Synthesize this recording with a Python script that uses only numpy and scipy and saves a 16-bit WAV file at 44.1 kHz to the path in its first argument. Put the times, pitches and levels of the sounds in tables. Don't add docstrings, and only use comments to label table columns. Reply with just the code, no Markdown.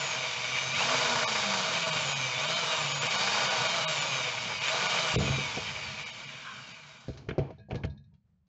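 import sys
import numpy as np
from scipy import signal
from scipy.fft import rfft, irfft, next_fast_len
from scipy.io import wavfile
from scipy.ndimage import uniform_filter1d

SR = 44100
rng = np.random.default_rng(int(sys.argv[2]) if len(sys.argv) > 2 else 0)


def ratio_of_db(decibels):
    return 10 ** (np.asarray(decibels, float) / 20)


def unload_audio(sound):
    columns = np.transpose(np.atleast_2d(sound))
    steps = np.round(np.clip(columns, -1, 1) * 32767)
    wavfile.write(sys.argv[1], SR, steps.astype(np.int16))


N = 373953
T = np.arange(N) / SR
SLOW_T = T[::16]


def evened(x):
    return x / np.sqrt(np.mean(x ** 2) + 1e-20)


def read(points, hz):
    f, value = np.transpose(points)
    return np.interp(np.log(hz + 1), np.log(f + 1), value)


def shaped(x, gain):
    size = next_fast_len(len(x))
    hz = np.fft.rfftfreq(size, 1 / SR)
    return irfft(rfft(x, size) * gain(hz), size)[:len(x)]


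def hump(hz, centre, width):
    return 1 / (1 + (2 * (hz - centre) / width) ** 2)


def drift(hz):
    return evened(shaped(rng.standard_normal(len(SLOW_T)), lambda f: 1 / (1 + (f / (16 * hz)) ** 4)))


def wander(hz):
    return np.interp(T, SLOW_T, drift(hz))


def add(mix, s, sound):
    part = mix[round(s * SR):][:len(sound)]
    part += sound[:len(part)]


def rings(modes, t, rise, stretch=1, tilt_db=0):
    hz, db, t60 = np.transpose(modes)[:, :, None]
    detune, spread, start = rng.standard_normal((3, len(modes), 1))
    decay_db = -60 * t / (t60 * abs(stretch))
    level = ratio_of_db(db + tilt_db * np.log2(hz / hz[0]) + 2 * spread + decay_db)
    ring = (level * np.sin(2 * np.pi * hz * (1 + .006 * detune) * t + start)).sum(0)
    ring = ring * np.sin(np.pi / 2 * np.minimum(t / rise, 1)) ** 2
    return ring / abs(ring).max()


# (frequency [Hz], level [dB per Hz])
ROOM_SPECTRUM = [(18, -44.5), (30, -11), (70, 3.5), (103, -7), (130, -6), (190, 0), (246, -30.5),
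                 (351, -28.5), (477, -28), (2070, -40), (8540, -51.5), (11100, -68), (18800, -120)]


def room_tone():
    level = ratio_of_db(-71 + 2.0 * wander(10))
    return level * evened(shaped(rng.standard_normal(N), lambda f: ratio_of_db(read(ROOM_SPECTRUM, f))))


# (start [s], end [s], speed reached [turns per s], drag afterwards [per s])
TRIGGER_PULLS = [
    (.35, .7, 131.5, 0),
    (.73, .95, 259, .31),
    (2.385, 2.56, 173, .31),
    (2.92, 3.0, 141.3, .31),
    (3.0, 3.36, 209.5, .319),
    (4.6, 4.8, 181, .31),
    (4.8, 4.86, 183, .32),
    (5.12, 5.2, 145.5, .31),
    (6.6, 6.61, 48, .24),
]
START_TURNS, DRAG_PER_S = 147.3, .31
FRICTION_TURNS = 130


def armature():
    def coast(turns, drag, t):
        return (turns + FRICTION_TURNS) * np.exp(-drag * t) - FRICTION_TURNS

    speed = coast(START_TURNS, DRAG_PER_S, T)
    for start, end, reached, drag in TRIGGER_PULLS:
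        left = (1 - np.clip((T - start) / (end - start), 0, 1)) ** 1.5
        held = np.interp(start, T, speed)
        pulled = held * left + reached * (1 - left)
        afterwards = coast(reached, drag, T - end)
        speed = np.where(T < start, speed, np.where(T < end, pulled, afterwards))
    return uniform_filter1d(np.maximum(speed, 5), size=900)


GEAR_RATIO = 7.4


def gear_rattle(turns):
    chuck = np.cos(2 * np.pi * turns / GEAR_RATIO)
    motor = np.cos(2 * np.pi * turns)
    rattle_db = 0.48 * chuck + 1.0 * motor + .35 * wander(8) + 1.1 * wander(470)
    return evened(ratio_of_db(rattle_db) * rng.standard_normal(N))


def worn_teeth(turns):
    order = np.arange(64)
    phase = np.exp(2j * np.pi * rng.random(len(order)))
    strength = rng.exponential(1, len(order)) ** .3 * (order >= 4)
    pattern = evened(irfft(phase * strength, 2048))
    return ratio_of_db(-15 + 2 * wander(30)) * np.interp(turns % 1, np.arange(2048) / 2048, pattern)


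WHINE_MULTIPLES = [4, 8, 10, 14, 18, 18, 19, 20, 22, 23, 24, 25, 29, 29, 37, 41.25, 47, 47, 48, 48, 49, 53,
                   60, 60, 72, 96, 108]
# (level [dB], clearest speed [turns per s],
# loss an octave of speed away [dB], gain at full pull [dB])
WHINE_STRENGTHS = [(-25, 150, 6, 0), (-22, 150, 10, 0), (-24, 150, 8, 0), (-40, 152, 55, 38),
                   (-19.5, 133, 110, -10), (-20, 170, 20, -8), (-24, 130, 20, -5), (-22.5, 150, 8, 0),
                   (-22, 150, 12, -5), (-23, 135, 12, -5), (-16, 175, 30, -1), (-21, 145, 12, -8),
                   (-16.5, 131, 200, -12), (-19, 105, 25, -12), (-19, 155, 30, -8), (-23, 125, 10, -5),
                   (-13, 142, 220, -4), (-19, 92, 50, -8), (-9.5, 144, 200, -3), (-14, 98, 55, -8),
                   (-19, 145, 90, -5), (-24, 125, 12, 0), (-23, 120, 8, -3), (-17, 40, 14, 0),
                   (-18.5, 52, 12, 0), (-15.5, 54, 30, 0), (-13, 43, 40, 0)]
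# (time [s], level [dB])
GEAR_LOAD = [(0, -4), (.62, -5), (.72, -2), (.76, 0), (2.3, 0), (2.46, 3), (2.55, 7), (2.63, 3), (2.8, 1),
             (2.93, -4), (3.1, -3), (3.34, 5), (3.45, -1), (3.75, 2), (4.2, 0), (4.35, -3), (4.7, -1),
             (5.2, 0), (5.42, 0), (5.5, -2), (5.7, 1)]
GEAR_TOP = 30


def whine(speed, turns, pull):
    out = np.zeros(N)
    slow_speed, slow_pull = speed[::16], pull[::16]
    load_db = np.interp(SLOW_T, *np.transpose(GEAR_LOAD))
    for multiple, (db, best, fade_db, pull_db) in zip(WHINE_MULTIPLES, WHINE_STRENGTHS):
        waver_hz = 8 + .5 * multiple
        waver = .88 + .37 * (drift(waver_hz) + 1j * drift(waver_hz))
        level_db = db - fade_db * np.log2(slow_speed / best) ** 2 + pull_db * slow_pull
        level_db = level_db + 1.7 * drift(10) + load_db * (multiple < GEAR_TOP)
        level = ratio_of_db(level_db) * (multiple * slow_speed < 12000)
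        note = np.interp(T, SLOW_T, level * waver) * np.exp(2j * np.pi * multiple * turns)
        out = out + note.real
    return out


def imbalance(speed, turns, pressure_db):
    bench = ratio_of_db(-11) * (speed / 150) ** 3.7
    for hz, db, t60 in BENCH_MODES[2:4]:
        bench = bench + ratio_of_db(db) * hump(speed, hz, 32)
    lift_s, lift_over_s = 6.15, 0.12
    hum = ratio_of_db(-49.5 + pressure_db + 3.1 * wander(9.7)) * bench * np.sin(2 * np.pi * turns)
    return hum * np.clip((lift_s - T) / lift_over_s, 0, 1)


# (frequency [Hz], level [dB per Hz])
DRILL_COLOUR = [(24, -68.5), (40, -20.5), (134, -2.5), (315, -16.5), (632, -10.5), (723, -9.5),
                (1450, -6.5), (1820, -7.5), (2320, -5), (2660, -10), (3720, -9.5), (4070, -15.5),
                (6820, -16.5), (7460, -22.5), (8540, -51), (11100, -76), (18800, -120)]
# (frequency [Hz], width [Hz], height above the colour [dB])
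HOUSING_MODES = [(139.8, 28, 8.5), (228, 77, 6.5), (485, 86, 7.5), (637.5, 46, 12), (778, 21, 3.5),
                 (926, 160, 7), (1172, 95, 6.5), (1460, 51, 6.5), (2228, 62, 6), (2327, 80, 7),
                 (2382, 60, 3.5), (2506, 93, 8.5), (2871, 210, 8), (3132, 110, 6), (3400, 80, -3.5),
                 (3550, 130, 2), (3820, 89, 5.5), (4610, 700, 4.5), (6700, 110, -1)]


def housing(hz):
    humps_db = sum(db * hump(hz, f, width) for f, width, db in HOUSING_MODES)
    return ratio_of_db(read(DRILL_COLOUR, hz) + humps_db)


# (time [s], housing level [dB], pressure of the bit on the cap [dB])
DRILL_EFFORT = [(0, -35, -4.5), (.35, -36.5, -2.5), (.55, -36.5, -1), (0.719, -37, 3.5), (0.798, -35, -1),
                (1.2, -35.5, -2), (1.601, -36, 0.5), (2.1, -36.5, 5.5), (2.45, -36, 0), (2.95, -35.5, 3),
                (3.04, -37, 5), (3.15, -35, 1.5), (3.3, -34, -4.5), (4.1, -36, 1.5), (4.57, -37.5, 4),
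                (4.65, -34, -5.5), (5.12, -35, -1.5), (5.3, -37.5, -1.5), (5.6, -39.5, 3), (5.95, -41, 4.5),
                (6.5, -45, 10), (6.68, -45, 17), (6.82, -47.5, 9), (7.05, -48.5, 15.5)]
# (level over the housing [dB],
# gain per octave of speed [dB], share of pressure [0-1], gain at full pull [dB], flutter [dB])
DRILL_LAYERS = [
    (-13, 3.5, 0.64, 2.5, 2.5),
    (-1, 8, 0.13, 0, 1.15),
    (-2, 2, 0.01, 2.5, -1.5),
    (-2, 6.5, 0.23, 0.7, -0.04),
]
LAYER_EDGES_HZ = [0, 330, 1800, 3500, SR]
SWUNG_AWAY = [-1, 4.5, -4.5, 3.5]
AWAY_S, AWAY_OVER_S = 6.47, 0.52
DIP_S, DIP_DB, DIP_BACK_S = 5.16, -7, .05
STOP_S, STOP_DB_PER_S = 7.01, -71


def drill():
    speed = armature()
    turns = np.cumsum(speed * (1 + .0015 * wander(20))) / SR
    speeding_up = uniform_filter1d(np.gradient(speed), size=2000) * SR
    pull = np.clip(speeding_up / 700, 0, 1) ** 2
    drive = gear_rattle(turns) + worn_teeth(turns) + whine(speed, turns, pull)

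    s, housing_db, pressure_db = np.transpose(DRILL_EFFORT)
    pressure_db = np.interp(T, s, pressure_db)
    since = T - DIP_S
    housing_db = np.interp(T, s, housing_db)
    housing_db = housing_db + DIP_DB * np.exp(-abs(since) / DIP_BACK_S) * (since > 0)
    housing_db = housing_db + STOP_DB_PER_S * np.maximum(T - STOP_S, 0)
    away = np.clip((T - AWAY_S) / AWAY_OVER_S, 0, 1)

    def below(f, edge):
        return 1 / (1 + (f / (edge + 1e-9)) ** 8)

    out = imbalance(speed, turns, pressure_db)
    for k, (db, octave_db, share, pull_db, flutter_db) in enumerate(DRILL_LAYERS):
        low, high = LAYER_EDGES_HZ[k:k + 2]
        band = shaped(drive, lambda f: housing(f) * (below(f, high) - below(f, low)))
        level_db = housing_db + db + octave_db * np.log2(speed / 150) + share * pressure_db
        level_db = level_db + pull_db * pull ** .5 + flutter_db * wander(22) + SWUNG_AWAY[k] * away
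        out = out + evened(band) * ratio_of_db(level_db)
    return out * np.clip((STOP_S + 0.36 - T) / .03, 0, 1)


# (time [s], peak level [dB], ring length [factor], brightness [dB per octave])
BENCH_BLOWS = [(5.14, -25.5, 0.97, -6), (5.16, -15.5, 0.45, 2.5), (5.179, -16, 0.78, -0.5),
               (5.209, -29, 0.69, 10), (5.234, -30.5, .6, 3.5), (5.277, -25, 0.53, 5.5),
               (5.296, -21.5, 0.66, -5.5), (5.377, -27.5, 0.92, 0), (5.571, -26, 0.65, 9.5),
               (7.083, -26.5, 0.34, -2), (7.089, -26.5, 0.64, 1.5), (7.099, -22, 0.43, -8),
               (7.285, -22, 0.9, -1.3), (7.311, -23.5, 0.43, 0), (7.383, -16, 0.7, 2),
               (7.391, -18.5, 0.72, 0), (7.504, -37.5, 0.43, 17), (7.58, -49, .8, 3), (7.597, -53, 1, 10),
               (7.685, -40, 0.8, 4), (7.708, -31.5, 1, 21), (7.729, -23, 0.35, -19),
               (7.744, -27.5, 0.55, 4.5), (7.761, -25.5, 0.34, -8), (7.838, -25, 0.72, 3),
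               (7.848, -18, 0.38, -4), (7.888, -33, 0.84, -13), (8.0, -66, .9, 9), (8.125, -67, 0.86, 1)]
# (frequency [Hz], level [dB], time to die by 60 dB [s])
BENCH_MODES = [(74, 0.5, 0.16), (109, 1, 0.12), (139.4, 3, 0.38), (202, -1, 0.15), (272, -4.5, 0.075),
               (374, 1, 0.058), (417, -0.5, 0.11), (483.5, -5.5, 0.16), (654, -11, 0.23), (746, -10, 0.074),
               (940, -33.5, 0.24)]


def thuds():
    out, t = np.zeros(N), np.arange(SR // 2) / SR
    for s, db, stretch, tilt_db in BENCH_BLOWS:
        add(out, s, ratio_of_db(db) * rings(BENCH_MODES, t, 0.0023, stretch, tilt_db))
    return out


# (time [s], rattle level [dB], rumble level [dB], rattle length [s])
SHAKES = [
    (5.18, -37, -26, 0.46),
    (5.563, -58, -46, 0.053),
    (5.672, -68, -53, .05),
    (5.85, -65, -44.5, .05),
    (7.115, -51.5, -43.5, 0.51),
    (7.299, -48, -59, 0.076),
    (7.376, -40.5, -37, 0.14),
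    (7.691, -43.5, -37.5, 0.16),
    (7.829, -58.5, -44.5, 0.14),
]
# (frequency [Hz], level [dB per Hz])
LOOSE_COLOUR = [(150, -34.5), (250, -0.5), (576, -8.5), (744, -8.5), (1300, -24.5), (1690, -75.5),
                (2860, -120)]


def shake():
    lumps = rng.standard_normal((2, N)) * ratio_of_db(1.6 * wander(70))
    rattle = shaped(lumps[0], lambda f: ratio_of_db(read(LOOSE_COLOUR, f)))
    rumble = shaped(lumps[1], lambda f: sum(ratio_of_db(db) * hump(f, hz, 28) for hz, db, t60 in BENCH_MODES[:4]))
    rattle_level, rumble_level = np.zeros(N), np.zeros(N)
    t = np.arange(SR) / SR
    rise = np.minimum(t / 0.041, 1)
    rattle_t60, rumble_t60 = 1, 0.83
    for s, rattle_db, rumble_db, length in SHAKES:
        rattle_fade = ratio_of_db(rattle_db - 60 * t / rattle_t60) / (1 + (t / length) ** 14)
        add(rattle_level, s, rise * rattle_fade)
        add(rumble_level, s, rise * ratio_of_db(rumble_db - 60 * t / rumble_t60))
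    return evened(rattle) * rattle_level + evened(rumble) * rumble_level


# (time [s], level [dB])
SCRAPE_LEVEL = [(6.3, -55), (6.42, -54), (6.48, -41), (6.54, -48), (6.6, -52), (6.72, -60), (7.0, -64),
                (7.25, -72)]
# (frequency [Hz], width [Hz], level [dB])
CAP_MODES = [(1070, 140, 0.5), (1500, 120, 4.5), (1620, 90, 2.5), (1300, 300, -1.5)]


def scrape():
    grit = rng.standard_normal(N) * ratio_of_db(1.0 * wander(60))
    hollow = shaped(grit, lambda f: sum(ratio_of_db(db) * hump(f, hz, width) for hz, width, db in CAP_MODES))
    return evened(hollow) * ratio_of_db(np.interp(T, *np.transpose(SCRAPE_LEVEL), left=-120, right=-120))


# (time [s], peak level [dB], treble level [dB],
# time to die by 60 dB [s], scattered tail level [dB])
SHELL_KNOCKS = [(7.083, -40, -1.5, 0.066, -10.5), (7.131, -52, 5, 0.076, -24), (7.173, -41, -0.5, 0.1, -14),
                (7.2873, -22, -15.5, 0.066, -21.5), (7.2963, -50, -22.5, 0.03, -26),
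                (7.3088, -22, -37, 0.037, -34), (7.3816, -31.5, -7, 0.076, -17.5),
                (7.3906, -29.5, -25.5, 0.032, -14.5), (7.5048, -44, -8, 0.05, -17),
                (7.691, -64, 4, 0.065, -24), (7.702, -40, -14, 0.045, -20), (7.7089, -27, -16, 0.083, -29),
                (7.7185, -51, -20, 0.068, -22), (7.745, -32, -11, 0.06, -25),
                (7.7543, -34.5, -3, 0.078, -22.5), (7.7644, -55, -4, 0.06, -22),
                (7.8353, -24.5, -18, 0.085, -39), (7.85, -36.5, 5, 0.028, -38),
                (8.138, -66, -1, 0.083, -17), (8.4683, -72, 1, 0.06, -22)]
# (frequency [Hz], level [dB per Hz])
SHELL_COLOUR = [(500, -18.5), (900, -4), (1400, -1.5), (1660, 1), (1950, -4.5), (2270, 2), (2700, -5),
                (3150, -3.5), (3500, -12), (5000, -49)]
# (frequency [Hz], level [dB per Hz])
SHELL_TREBLE = [(2060, -37), (3500, -3.5), (4190, 4.5), (4820, -1.5), (6680, -7), (7640, -22), (8540, -56),
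                (11100, -76), (18800, -120)]


def cracks():
    out, t = np.zeros(N), np.arange(SR // 3) / SR
    for s, db, treble_db, t60, scatter_db in SHELL_KNOCKS:
        low, high = rng.standard_normal((2, len(t)))
        noise = evened(shaped(low, lambda f: ratio_of_db(read(SHELL_COLOUR, f))))
        treble = evened(shaped(high, lambda f: ratio_of_db(read(SHELL_TREBLE, f))))
        noise = noise + ratio_of_db(treble_db) * treble
        tail = ratio_of_db(scatter_db - 60 * t / 0.9) / (1 + (t / 0.16) ** 6)
        fade = ratio_of_db(-60 * t / abs(t60)) + tail
        add(out, s, ratio_of_db(db - 14.0) * noise * fade * np.minimum(t / 0.00064, 1))
    return out


# (time [s], peak level [dB], frequency [Hz], time to die by 60
# dB [s])
STRUCK_NOTES = [(7.083, -32.5, 516, 0.018), (7.2869, -23.5, 420, 0.035), (7.381, -14, 395, .022),
                (7.385, -26, 140.4, 0.27), (7.59, -69, 2320, 0.14), (7.597, -68, 2514, .22),
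                (7.79, -58, 936, 0.22), (7.871, -60, 930, 0.22), (8.115, -77, 930, 0.24),
                (8.138, -76, 3300, 0.091), (8.14, -79, 2750, 0.091), (8.138, -79, 2350, .08)]


def tings():
    out, t = np.zeros(N), np.arange(SR // 4) / SR
    for s, db, hz, t60 in STRUCK_NOTES:
        rise = np.minimum(t / (.03 * abs(t60)), 1)
        add(out, s, ratio_of_db(db - 60 * t / abs(t60)) * -np.sin(2 * np.pi * hz * t) * rise)
    return out


# (time [s], peak level [dB], low ring level [dB])
STEEL_BOUNCES = [(7.584, -61, -7), (7.596, -60, -3), (7.754, -51, -1), (7.797, -62, -2), (7.873, -68, 7),
                 (7.898, -54.5, -22), (7.9114, -70, -25), (7.976, -61.5, -9), (8.0393, -68.5, -21.5)]
# (frequency [Hz], level [dB], time to die by 60 dB [s])
STEEL_MODES = [(2320, -14, .12), (2514, -13, 0.22), (2912, -25, .12), (3560, -11, .08), (3720, 4, .1),
               (3970, -5, .07), (4100, -4, 0.13), (4200, -8, .2), (4823, -15, .16), (5550, -11, .11),
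               (6050, -16, .12)]
# (frequency [Hz], level [dB], time to die by 60 dB [s])
STEEL_LOW_MODES = [(1660, 6, 0.31), (1685, -2, 0.18), (1850, -15, .6)]


def clinks():
    out, t = np.zeros(N), np.arange(SR // 2) / SR
    for s, db, low_db in STEEL_BOUNCES:
        bright = rings(STEEL_MODES, t, 0.0012)
        low = ratio_of_db(low_db) * rings(STEEL_LOW_MODES, t, .006)
        add(out, s, ratio_of_db(db) * (bright + low))
    return out * ratio_of_db(2.5 * wander(60))


def scene():
    mix = drill() + scrape() + thuds() + shake()
    mix = mix + cracks() + clinks() + tings() + room_tone()
    return mix[None]


# (time [s], share of tones kept [0-1], level left of the others [dB],
# softness of the edges [0-1], highest kept frequency [Hz])
THIN_MOMENTS = [(.74, .35, -14, .9, 8000), (1.262, .19, -45, .6, 6900), (1.849, .28, -19, .85, 8000),
                (1.913, .24, -24, .78, 8000), (2.146, .24, -24, .78, 8000), (2.469, .28, -19, .85, 8000),
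                (2.551, .28, -19, .85, 8000), (2.936, .25, -22, .8, 8000), (3.0, .28, -19, .85, 8000),
                (3.087, .28, -19, .85, 8000), (3.171, .28, -19, .85, 8000), (3.493, .28, -19, .85, 8000),
                (3.683, .3, -12, 1, 8000), (3.865, .18, -50, .66, 4900), (4.003, .3, -13, 1, 8000),
                (4.6, .25, -18, .9, 8000), (4.881, .25, -20, 1, 7000), (5.175, .26, -45, .9, 4900),
                (6.05, .25, -22, .88, 6300), (6.116, .28, -20, .9, 7000), (6.264, .3, -16, .9, 8000),
                (6.734, .25, -18, .9, 8000), (6.991, .3, -16, .9, 8000)]


def thinned(x):
    out, size = x.copy(), 2048
    for s, kept, rest_db, soft, top_hz in THIN_MOMENTS:
        window = signal.windows.tukey(size, soft)
        at = slice(round(s * SR) - size // 2, round(s * SR) + size // 2)
        lines = rfft(window * x[at])
        nearby = uniform_filter1d(abs(lines), size=120)
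        standing = uniform_filter1d(abs(lines), size=2) / nearby ** .8
        top = round(top_hz * size / SR)
        bar = np.quantile(standing[:top], 1 - np.clip(kept, .01, .9))
        standing[top:] = 0
        standing[:12] = np.inf
        change = np.where(standing > bar, 1, ratio_of_db(rest_db)) - 1
        out[at] += window * irfft(lines * change, size)
    return out


def roll_off(x):
    return signal.sosfilt(signal.butter(12, 8690, fs=SR, output="sos"), x)


def record(dry):
    limited = shaped(dry[0], lambda f: 1 / (1 + (f / 8500) ** 60) * f ** 3 / (f ** 3 + 45. ** 3))
    return roll_off(thinned(limited)[None])


dry = scene()
out = record(dry)
unload_audio(out)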